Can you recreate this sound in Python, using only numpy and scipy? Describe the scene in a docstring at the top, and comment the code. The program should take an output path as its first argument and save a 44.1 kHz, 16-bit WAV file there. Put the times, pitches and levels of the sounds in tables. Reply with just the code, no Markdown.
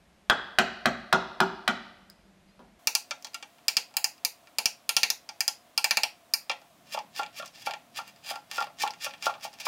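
"""A gouge is driven into a clamped wood block on a bench in a small workshop, over quiet air and a wavering hum.
Mallet blows come first: each is a sharp touch and a rough slip that set bench, block and tool ringing.
A faint squeak of two steady tones comes near 2.5 s. From 2.79 s the work is played back faster, so blows,
bench, room and hum sound higher and ringing dies sooner. Tool bumps and chips are smaller, softer contacts.
From 6.6 s a low rumble joins, then cuts pushed by hand: dense fibre clicks, after which the hand lands."""
import sys
import numpy as np
from scipy import signal
from scipy.fft import rfft, irfft
from scipy.io import wavfile

SR = 44100
rng = np.random.default_rng(int(sys.argv[2]) if len(sys.argv) > 2 else 0)


def gain_from_db(level_db):
    """Convert decibel levels to linear amplitude factors (20 dB per decade)."""
    decades = np.asarray(level_db, float) / 20
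    return 10 ** decades


def bounce(signal):
    """Save signal as a 16-bit WAV file at the path given by the first command-line argument."""
    frames = np.transpose(np.atleast_2d(signal))
    limited = np.clip(frames, -1, 1)
    pcm = np.round(limited * 32767).astype(np.int16)
    wavfile.write(sys.argv[1], SR, pcm)


N = 426447

FAST_FROM_S, SPEED = 2.79, 3.566   # from this moment, this many times faster

# spectrum of the quiet room air at normal speed: (frequency [Hz], relative level per Hz [dB])
AIR_SLOW = [(15, -30.5), (25, -14.5), (52, -4.5), (114, -19.5), (193, -6.5), (265, -21.5), (302, -16),
            (497, -22), (567, -17), (613, -17.5), (909, -22), (984, -24), (1060, -24.5), (2280, -26),
            (13200, -42.5)]
# spectrum of the air once sped up, as heard: (frequency [Hz], relative level per Hz [dB])
AIR_FAST = [(15, -41.5), (25, -23), (284, -8), (403, -17), (710, -4.5), (791, -13.5), (1090, -11.5),
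            (1280, -14.5), (1680, -17), (1930, -17.5), (3390, -18.5), (4570, -22), (15800, -28)]
AIR_SLOW_DB, AIR_FAST_DB = -61.5, -61
# wavering hum at normal speed: (frequency [Hz], width [Hz], level [dB])
HUM = [(191.5, 1.6, -72), (202, 1.6, -74)]

# mallet on the handle:
# (time [s], force [dB], share reaching the wood [dB], blade brightness [dB], blade ring over force [dB])
BLOWS = [(0.298, -6.5, -18, 2, -1.5), (0.585, -6, -11, 5.5, -38), (0.856, -7, -8.5, 2.5, -40),
         (1.126, -9.5, -4, 6.5, -50), (1.402, -9, -3.5, 3.5, -49), (1.677, -6.5, -14, 2.5, -19),
         (2.872, -9, -14.5, 0.5, -22), (2.951, -8, -11.5, 3, -31), (3.682, -9.5, -14.5, 1.5, -33),
         (3.768, -8, -13.5, -3.5, -17), (3.968, -10, -13, 3.5, -38), (4.043, -9, -15.5, 1.5, -33),
         (4.249, -10, -17.5, 2, -36.5), (4.585, -9, -12.5, -1.5, -24), (4.657, -9, -11, -1, -35),
         (4.892, -7, -12, -1.5, -22), (4.966, -11, -4, 5.5, -36), (5.032, -11, -5, 1.5, -27),
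         (5.102, -9.5, -15, -0.5, -25), (5.406, -10, -12, 2.5, -25), (5.479, -10.5, -13.5, 0, -21),
         (5.777, -11, -7.5, 2, -31), (5.843, -9, -8, 1, -28), (5.909, -13.5, -1.5, 3.5, -36.5),
         (5.971, -8.5, -7.5, -3.5, -31), (6.034, -10, -9, -3.5, -34), (6.337, -11, -14.5, 6, -35)]
# chips snap off and drop: (time [s], force [dB], share reaching the wood [dB])
CHIPS = [(2.0953, -55, -22), (3.2246, -42.5, -18), (3.2694, -39.5, -8), (3.3344, -48, -5), (3.5839, -53, 0),
         (3.908, -51.5, -1), (3.94, -48.5, 0), (4.18, -54, -1.5), (4.472, -50.5, 0), (6.6163, -50.5, 3),
         (6.989, -38.5, 3.5), (7.2325, -31.5, -6), (7.2627, -45, 4), (7.4586, -36, -18),
         (7.4774, -44.5, -7), (7.7093, -32, -1), (7.7366, -39, 7.5), (8.078, -38, -14), (8.161, -52, -3),
         (8.357, -36, 5), (8.624, -38, 4), (8.8759, -32, 3), (8.9062, -34.5, -5), (8.9366, -43, 3),
         (9.1086, -45, 1), (9.137, -39, 1), (9.3053, -44.5, 6), (9.3394, -48, 7), (9.53, -49, 4)]
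CHIP_BLADE_DB = -4
# the tool bumps the block as it is set in place:
# (time [s], force [dB], share reaching the wood [dB], blade brightness [dB])
BUMPS = [(2.591, -54, 8.5, 7), (2.645, -60.5, 6, 1), (3.109, -25, 0, -11.5), (3.246, -27, -10, -9),
         (3.344, -25, -5, -7), (3.426, -33, -2, -26.5), (5.29, -29.5, -6.5, -10), (6.496, -34, 14.5, -6),
         (6.514, -38.5, 11.5, -7.5)]
# kinds of contact, one row each, slip length at normal speed:
# (slip length [ms], roughness [slip over touch], bench over block [dB], edge over blade [dB])
BLOW_KIND = (1.6, 0.46, -11.5, -5.5)
BUMP_KIND = (14.5, 1.55, -6.5, -1.2)
CHIP_KIND = (0.7, 0.7, -5.5, 37.5)
LANDING_KIND = (9.5, 8.5, 10, -1.2)

# the five parts are bench, block, handle, blade and cutting edge
# borders between their pitch ranges at normal speed: (frequency [Hz])
PART_EDGES_HZ = [120, 440, 1170, 2250, 4600, 16000]
# broad thud of each part between its modes: (relative level [dB])
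PART_DULL_DB = [4, 15.3, 9.87, 10.74, 7.6]
# how late a contact reaches each part at normal speed: (delay [ms])
PART_LAG_MS = [6.0, 2, 0.5, 2.5, 4.5]
# modes that ring, at normal speed: (frequency [Hz], base level [dB], time to fall 60 dB [s])
RINGS = [(64.1, -27, 0.38), (148, -15, 0.22), (187, -3.5, 0.12), (233.5, -1.5, 0.22), (319.5, -4.5, 0.056),
         (384, -6, 0.17), (526, -16.5, 0.017), (637, -9.5, 0.044), (645.6, -6.5, 0.06), (790, -6.5, 0.032),
         (870, -11.5, 0.02), (948, -2, 0.018), (1072, -14, 0.011), (1300, -11.5, 0.01), (1427, -5, 0.045),
         (1480, 2.5, 0.0089), (1716, -2.5, 0.0088), (1667, -14.5, 0.012), (2834, -19, 0.02),
         (4000, -19.5, 0.0051), (5000, -14, 0.0088)]
# a faint high mode of the steel, at normal speed: (frequency [Hz], base level [dB], time to fall 60 dB [s])
STEEL_PING = (12200, -53, .25)
MODE_DRIFT_DB = 3.5   # how strongly the modes drift in level
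BLADE_HZ, BLADE_T60_S = 3420, .02   # free length of blade, before the speed factor

# workshop echoes, before the speed factor:
# (frequency [Hz], relative level [dB], 60 dB fall of near scatter [s], 60 dB fall of the walls [s])
ROOM = [(104.1, -12.5, 1, 0.81), (253, -2, 0.33, 1), (585, 2.5, 0.2, 0.84), (1620, 0, 0.14, 0.73),
        (3500, -3, 0.12, 0.737), (5000, -3, 0.096, 0.78), (8000, -1, 0.2, 0.327), (13000, -25, 0.098, .3)]
NEAR_DB, WALLS_DB = -28, -42

# a faint two-note squeak: (time [s], frequency [Hz], level [dB], length [s])
SQUEAK = [(2.474, 4170, -68, 0.045), (2.475, 4850, -68, 0.042)]

RUMBLE_FROM_S, RUMBLE_DB = 6.6, -67.5
# range of the low rumble: (lowest frequency [Hz], highest frequency [Hz])
RUMBLE_HZ = (114, 260)

# pushed cuts: (edge bites [s], breaks out [s], level at break-out [dB], swell from bite [dB])
CUTS = [(6.858, 6.942, -55.5, 27), (7.154, 7.185, -53.5, 9.5), (7.334, 7.385, -56, 21.5),
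        (7.652, 7.664, -50.5, 14), (7.955, 7.978, -51.5, 13), (8.244, 8.31, -51.5, 10.5),
        (8.514, 8.574, -55, 6.5), (8.802, 8.83, -50.5, 1.5), (9.015, 9.049, -48, 10),
        (9.229, 9.258, -49.5, 7), (9.418, 9.443, -51, 16), (9.605, 9.599, -49, 10.5),
        (9.643, 9.657, -46, 23)]
# light scrapes of the edge between cuts: (start [s], end [s], level at end [dB], swell [dB])
SCRAPES = [(7.1, 7.121, -90, 0.1), (7.447, 7.47, -69, 8), (7.545, 7.623, -67, 5), (8.059, 8.09, -68.5, 8),
           (8.17, 8.185, -83, 6), (8.365, 8.355, -69, 7), (8.596, 8.628, -65, 0.9),
           (9.138, 9.139, -75, 5.9), (9.54, 9.533, -67, 12)]
BITE_DB_PER_S, LETS_GO_DB_PER_S = 911, 898.5   # rise before the bite, fall after break-out
CRUMBS_DB, CRUMBS_DB_PER_S = -17, 194   # loose fibres crumble on, under the break-out level
# blade over handle at break-out, how much less at the bite, blade over handle in the crumbs
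HISS_DB, HISS_SWELL_DB, CRUMBS_HISS_DB = 5, 6.5, -14.5

# after a cut the hand lands on the block: (time [s], force [dB], loss at the bounce [dB])
LANDINGS = [(6.944, -45.5, 2.5), (7.192, -40, 12), (7.395, -49, 0.5), (7.666, -38.5, 11),
            (7.986, -41.5, 20), (8.307, -44.5, 15), (8.579, -37.5, 6), (8.668, -56.5, 11), (8.834, -39, 7),
            (9.062, -42.5, 20), (9.264, -38, 12), (9.35, -56, 11), (9.447, -52.5, 17), (9.664, -43, 1)]
BOUNCE_S, LAND_WOOD_DB, LAND_BLADE_DB = .029, 9, -7

CLIP_TOP = .37   # input overload, as a share of full scale before its lopsidedness
MIC_LOW_HZ, CUTOFF_HZ = 35, 16900


def columns(rows):
    """A table as an array of columns."""
    return np.array(rows, float).T


def rms_one(x):
    """Scales a sound to rms 1."""
    return x / np.sqrt(np.mean(x ** 2) + 1e-20)


def wander(per_s):
    """A slow random curve of rms 1, drawn through random points joined by straight lines."""
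    knots = rng.standard_normal(int(N / SR * per_s) + 2)
    return rms_one(np.interp(np.arange(N) / SR * per_s, np.arange(len(knots)), knots))


def ring(force, hz, t60):
    """A resonator: a unit click sets a dying sine of starting height 1 ringing."""
    r = gain_from_db(-60 / (t60 * SR))
    w = 2 * np.pi * hz / SR
    return signal.lfilter([0, np.sin(w)], [1, -2 * r * np.cos(w), r * r], force + 1e-18)


def coloured(spectrum):
    """Steady noise shaped to the given spectrum, rms 1."""
    hz, db = columns(spectrum)
    grid = np.maximum(np.fft.rfftfreq(N, 1 / SR), 1)
    gain = gain_from_db(np.interp(np.log(grid), np.log(hz), db, right=-120))
    return rms_one(irfft(rfft(rng.standard_normal(N)) * gain, N))


def air(spectrum, level_db, speed):
    """Room noise, with noise through narrow resonators as a wavering hum."""
    out = gain_from_db(level_db) * coloured(spectrum)
    for hz, width, hum_db in HUM:
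        tone = ring(rng.standard_normal(N), hz * speed, 1.8 / (width * speed))
        out += gain_from_db(hum_db) * rms_one(tone)
    return out


def contacts(rows, kind):
    """Force on each of the five parts: a sharp touch, then a short rough slip, briefer at speed."""
    length_ms, rough, bench_db, edge_db = kind
    force = np.zeros((5, N + 6000))
    for s, level_db, wood_db, blade_db, *_ in rows:
        speed = SPEED if s > FAST_FROM_S else 1
        t = np.arange(2000) / SR * speed
        burst = rng.standard_normal((5, 2000)) * np.exp(-t * 1000 / length_ms)
        burst *= rough / np.sqrt(np.sum(burst ** 2, axis=1, keepdims=True))
        burst[:, 0] += 1   # the sharp touch
        shares_db = np.array([[wood_db + bench_db], [wood_db], [0], [blade_db], [blade_db + edge_db]])
        burst *= gain_from_db(level_db + shares_db) / np.hypot(1, rough)
        for part, lag_ms in enumerate(PART_LAG_MS):
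            i = round((s + lag_ms / 1000 / speed) * SR)
            force[part, i:i + 2000] += burst[part]
    return force[:, :N]


def blows():
    """The mallet strikes the handle: short slips with a clear sharp touch."""
    return contacts(BLOWS, BLOW_KIND)


def body(force, speed):
    """Each part thuds over its whole range and rings in its modes; what is pushed past hearing drops out."""
    out = np.zeros(N)
    for part, dull_db in enumerate(PART_DULL_DB):
        low, high = np.array(PART_EDGES_HZ[part:part + 2]) * speed
        if high < SR / 2:
            thud = signal.lfilter(*signal.butter(2, [low, high], "band", fs=SR), force[part])
            level = gain_from_db(dull_db) * SR / (high - low) / 10 * np.sqrt(speed)
            out += (-1) ** part * level * thud
    for k, (hz, level_db, t60) in enumerate([*RINGS, STEEL_PING]):
        if hz * speed > CUTOFF_HZ:
            continue
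        part = max(np.searchsorted(PART_EDGES_HZ, hz) - 1, 0)
        # each mode's level drifts at random, so hits differ in colour
        drift = gain_from_db(level_db + MODE_DRIFT_DB * np.clip(wander(12), -2.5, 1))
        out += (-1) ** k * ring(drift * force[part], hz * speed, t60 / speed)
    # a low cut keeps the resonators' deep bass out
    return signal.lfilter(*signal.butter(2, 50 * speed, "high", fs=SR), out)


def blade_rings(speed):
    """Each blow rings the free length of blade more or less, as grip and depth allow."""
    s, force_db, *_, ring_db = columns(BLOWS)
    at_this_speed = (s > FAST_FROM_S) == (speed > 1)
    clicks = np.zeros(N)
    clicks[np.round(s * SR).astype(int)] = gain_from_db(force_db + ring_db) * at_this_speed
    return ring(clicks, BLADE_HZ * speed, BLADE_T60_S / speed)


def workshop(x, speed):
    """Echoes: noise in half-octave bands, dying fast off nearby things and slowly off the walls."""
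    t = np.arange(int(SR / speed)) / SR * speed
    hz, *table = columns(ROOM)
    echo = 0
    edges = 45 * 2 ** np.arange(0, 8.6, .5) * speed
    for low, high in zip(edges, edges[1:]):
        if high < .49 * SR:
            middle = np.log(low * high) / 2
            level, near, walls = [np.interp(middle, np.log(hz * speed), c) for c in table]
            sos = signal.butter(2, [low, high], "band", fs=SR, output="sos")
            fade = np.hypot(gain_from_db(NEAR_DB - 60 * t / near), gain_from_db(WALLS_DB - 60 * t / walls))
            echo = echo + gain_from_db(level) * fade * signal.sosfilt(sos, rng.standard_normal(len(t)))
    arrival = np.clip(t / 0.002, 0, 1)   # first echoes come off the bench top
    return x + signal.fftconvolve(x, echo * arrival * np.sqrt(speed))[:N]


def chips():
    """Chips snap off and drop: very brief, weak contacts."""
    return contacts([(*row, CHIP_BLADE_DB) for row in CHIPS], CHIP_KIND)


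def squeak():
    """Short steady tones that swell and fade."""
    t = np.arange(N) / SR
    out = np.zeros(N)
    for s, hz, db, length in SQUEAK:
        swell = np.sin(np.pi * np.clip((t - s) / length, 0, 1))
        out += gain_from_db(db) * swell * np.sin(2 * np.pi * hz * t)
    return out


def bumps():
    """The tool bumps the block as it is set in place: longer, rougher slips."""
    return contacts(BUMPS, BUMP_KIND)


def rumble():
    """Low noise that fades in and stays."""
    low = signal.lfilter(*signal.butter(2, RUMBLE_HZ, "band", fs=SR), rng.standard_normal(N))
    fade_in = np.clip((np.arange(N) / SR - RUMBLE_FROM_S) / .2, 0, 1)
    return gain_from_db(RUMBLE_DB) * rms_one(low) * fade_in


def strokes():
    """Pressure on wood and blade: quick bite, swell to break-out, quick release, dull crumbs."""
    t, wood, blade = np.arange(N) / SR, np.zeros(N), np.zeros(N)
    for bite_s, out_s, level_db, swell_db in [*CUTS, *SCRAPES]:
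        near = slice(int((bite_s - .1) * SR), int((out_s + .3) * SR))
        to_go = np.clip((out_s - t[near]) / max(out_s - bite_s, .001), 0, 1)   # 1 at the bite, 0 at break-out
        early = np.maximum(bite_s - t[near], 0)
        late = np.maximum(t[near] - out_s, 0)
        push = gain_from_db(level_db - swell_db * to_go - BITE_DB_PER_S * early - LETS_GO_DB_PER_S * late)
        crumbs = gain_from_db(level_db + CRUMBS_DB - CRUMBS_DB_PER_S * late) * (late > 0)
        wood[near] += push + crumbs
        blade[near] += push * gain_from_db(HISS_DB - HISS_SWELL_DB * to_go) + crumbs * gain_from_db(CRUMBS_HISS_DB)
    return wood, blade


def cutting(fibres_per_s=5000, spread_db=4.0, bench_db=-14, block_db=-2.0):
    """Fibres part as dense uneven clicks under each stroke."""
    wood, blade = strokes()
    sizes = gain_from_db(spread_db * rng.exponential(1, N)) * rng.choice([-1, 1], N)
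    fibres = rms_one(sizes * (rng.random(N) < fibres_per_s / SR))
    return fibres * np.array([wood * gain_from_db(bench_db), wood * gain_from_db(block_db), wood, blade, 0 * wood])


def landings():
    """The hand lands on the block, then touches once more, more weakly."""
    touches = []
    for s, db, loss_db in LANDINGS:
        touches.append((s, db, LAND_WOOD_DB, LAND_BLADE_DB))
        touches.append((s + BOUNCE_S, db - loss_db, LAND_WOOD_DB, LAND_BLADE_DB))
    return contacts(touches, LANDING_KIND)


def scene():
    """All forces sound through bodies and room at normal, then at fast speed; the rumble lies over both."""
    force = blows() + bumps() + landings() + chips() + cutting()
    fast = np.arange(N) > FAST_FROM_S * SR
    slow_work = body(force * ~fast, 1) + blade_rings(0.975) + squeak()
    slow_part = workshop(slow_work, 0.98) + air(AIR_SLOW, AIR_SLOW_DB, 1)
    fast_work = body(force * fast, SPEED) + blade_rings(SPEED)
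    fast_part = workshop(fast_work, SPEED) + air(AIR_FAST, AIR_FAST_DB, SPEED)
    return (np.where(fast, fast_part, slow_part) + rumble())[None]


def roll_off(x):
    """The treble ends steeply here."""
    return signal.sosfilt(signal.butter(12, 16900, fs=SR, output="sos"), x)


def record(dry):
    """The hardest blows overload the input, a little lopsidedly, which leaves a low pop; the top is cut."""
    top = CLIP_TOP * gain_from_db(0.97 * np.sign(dry))
    x = dry / (1 + (dry / top) ** 4) ** .25
    x = signal.lfilter(*signal.butter(1, MIC_LOW_HZ, "high", fs=SR), x)
    x = signal.sosfilt(signal.cheby2(12, 60, CUTOFF_HZ, fs=SR, output="sos"), x)
    return roll_off(x)


dry = scene()
out = record(dry)
bounce(out)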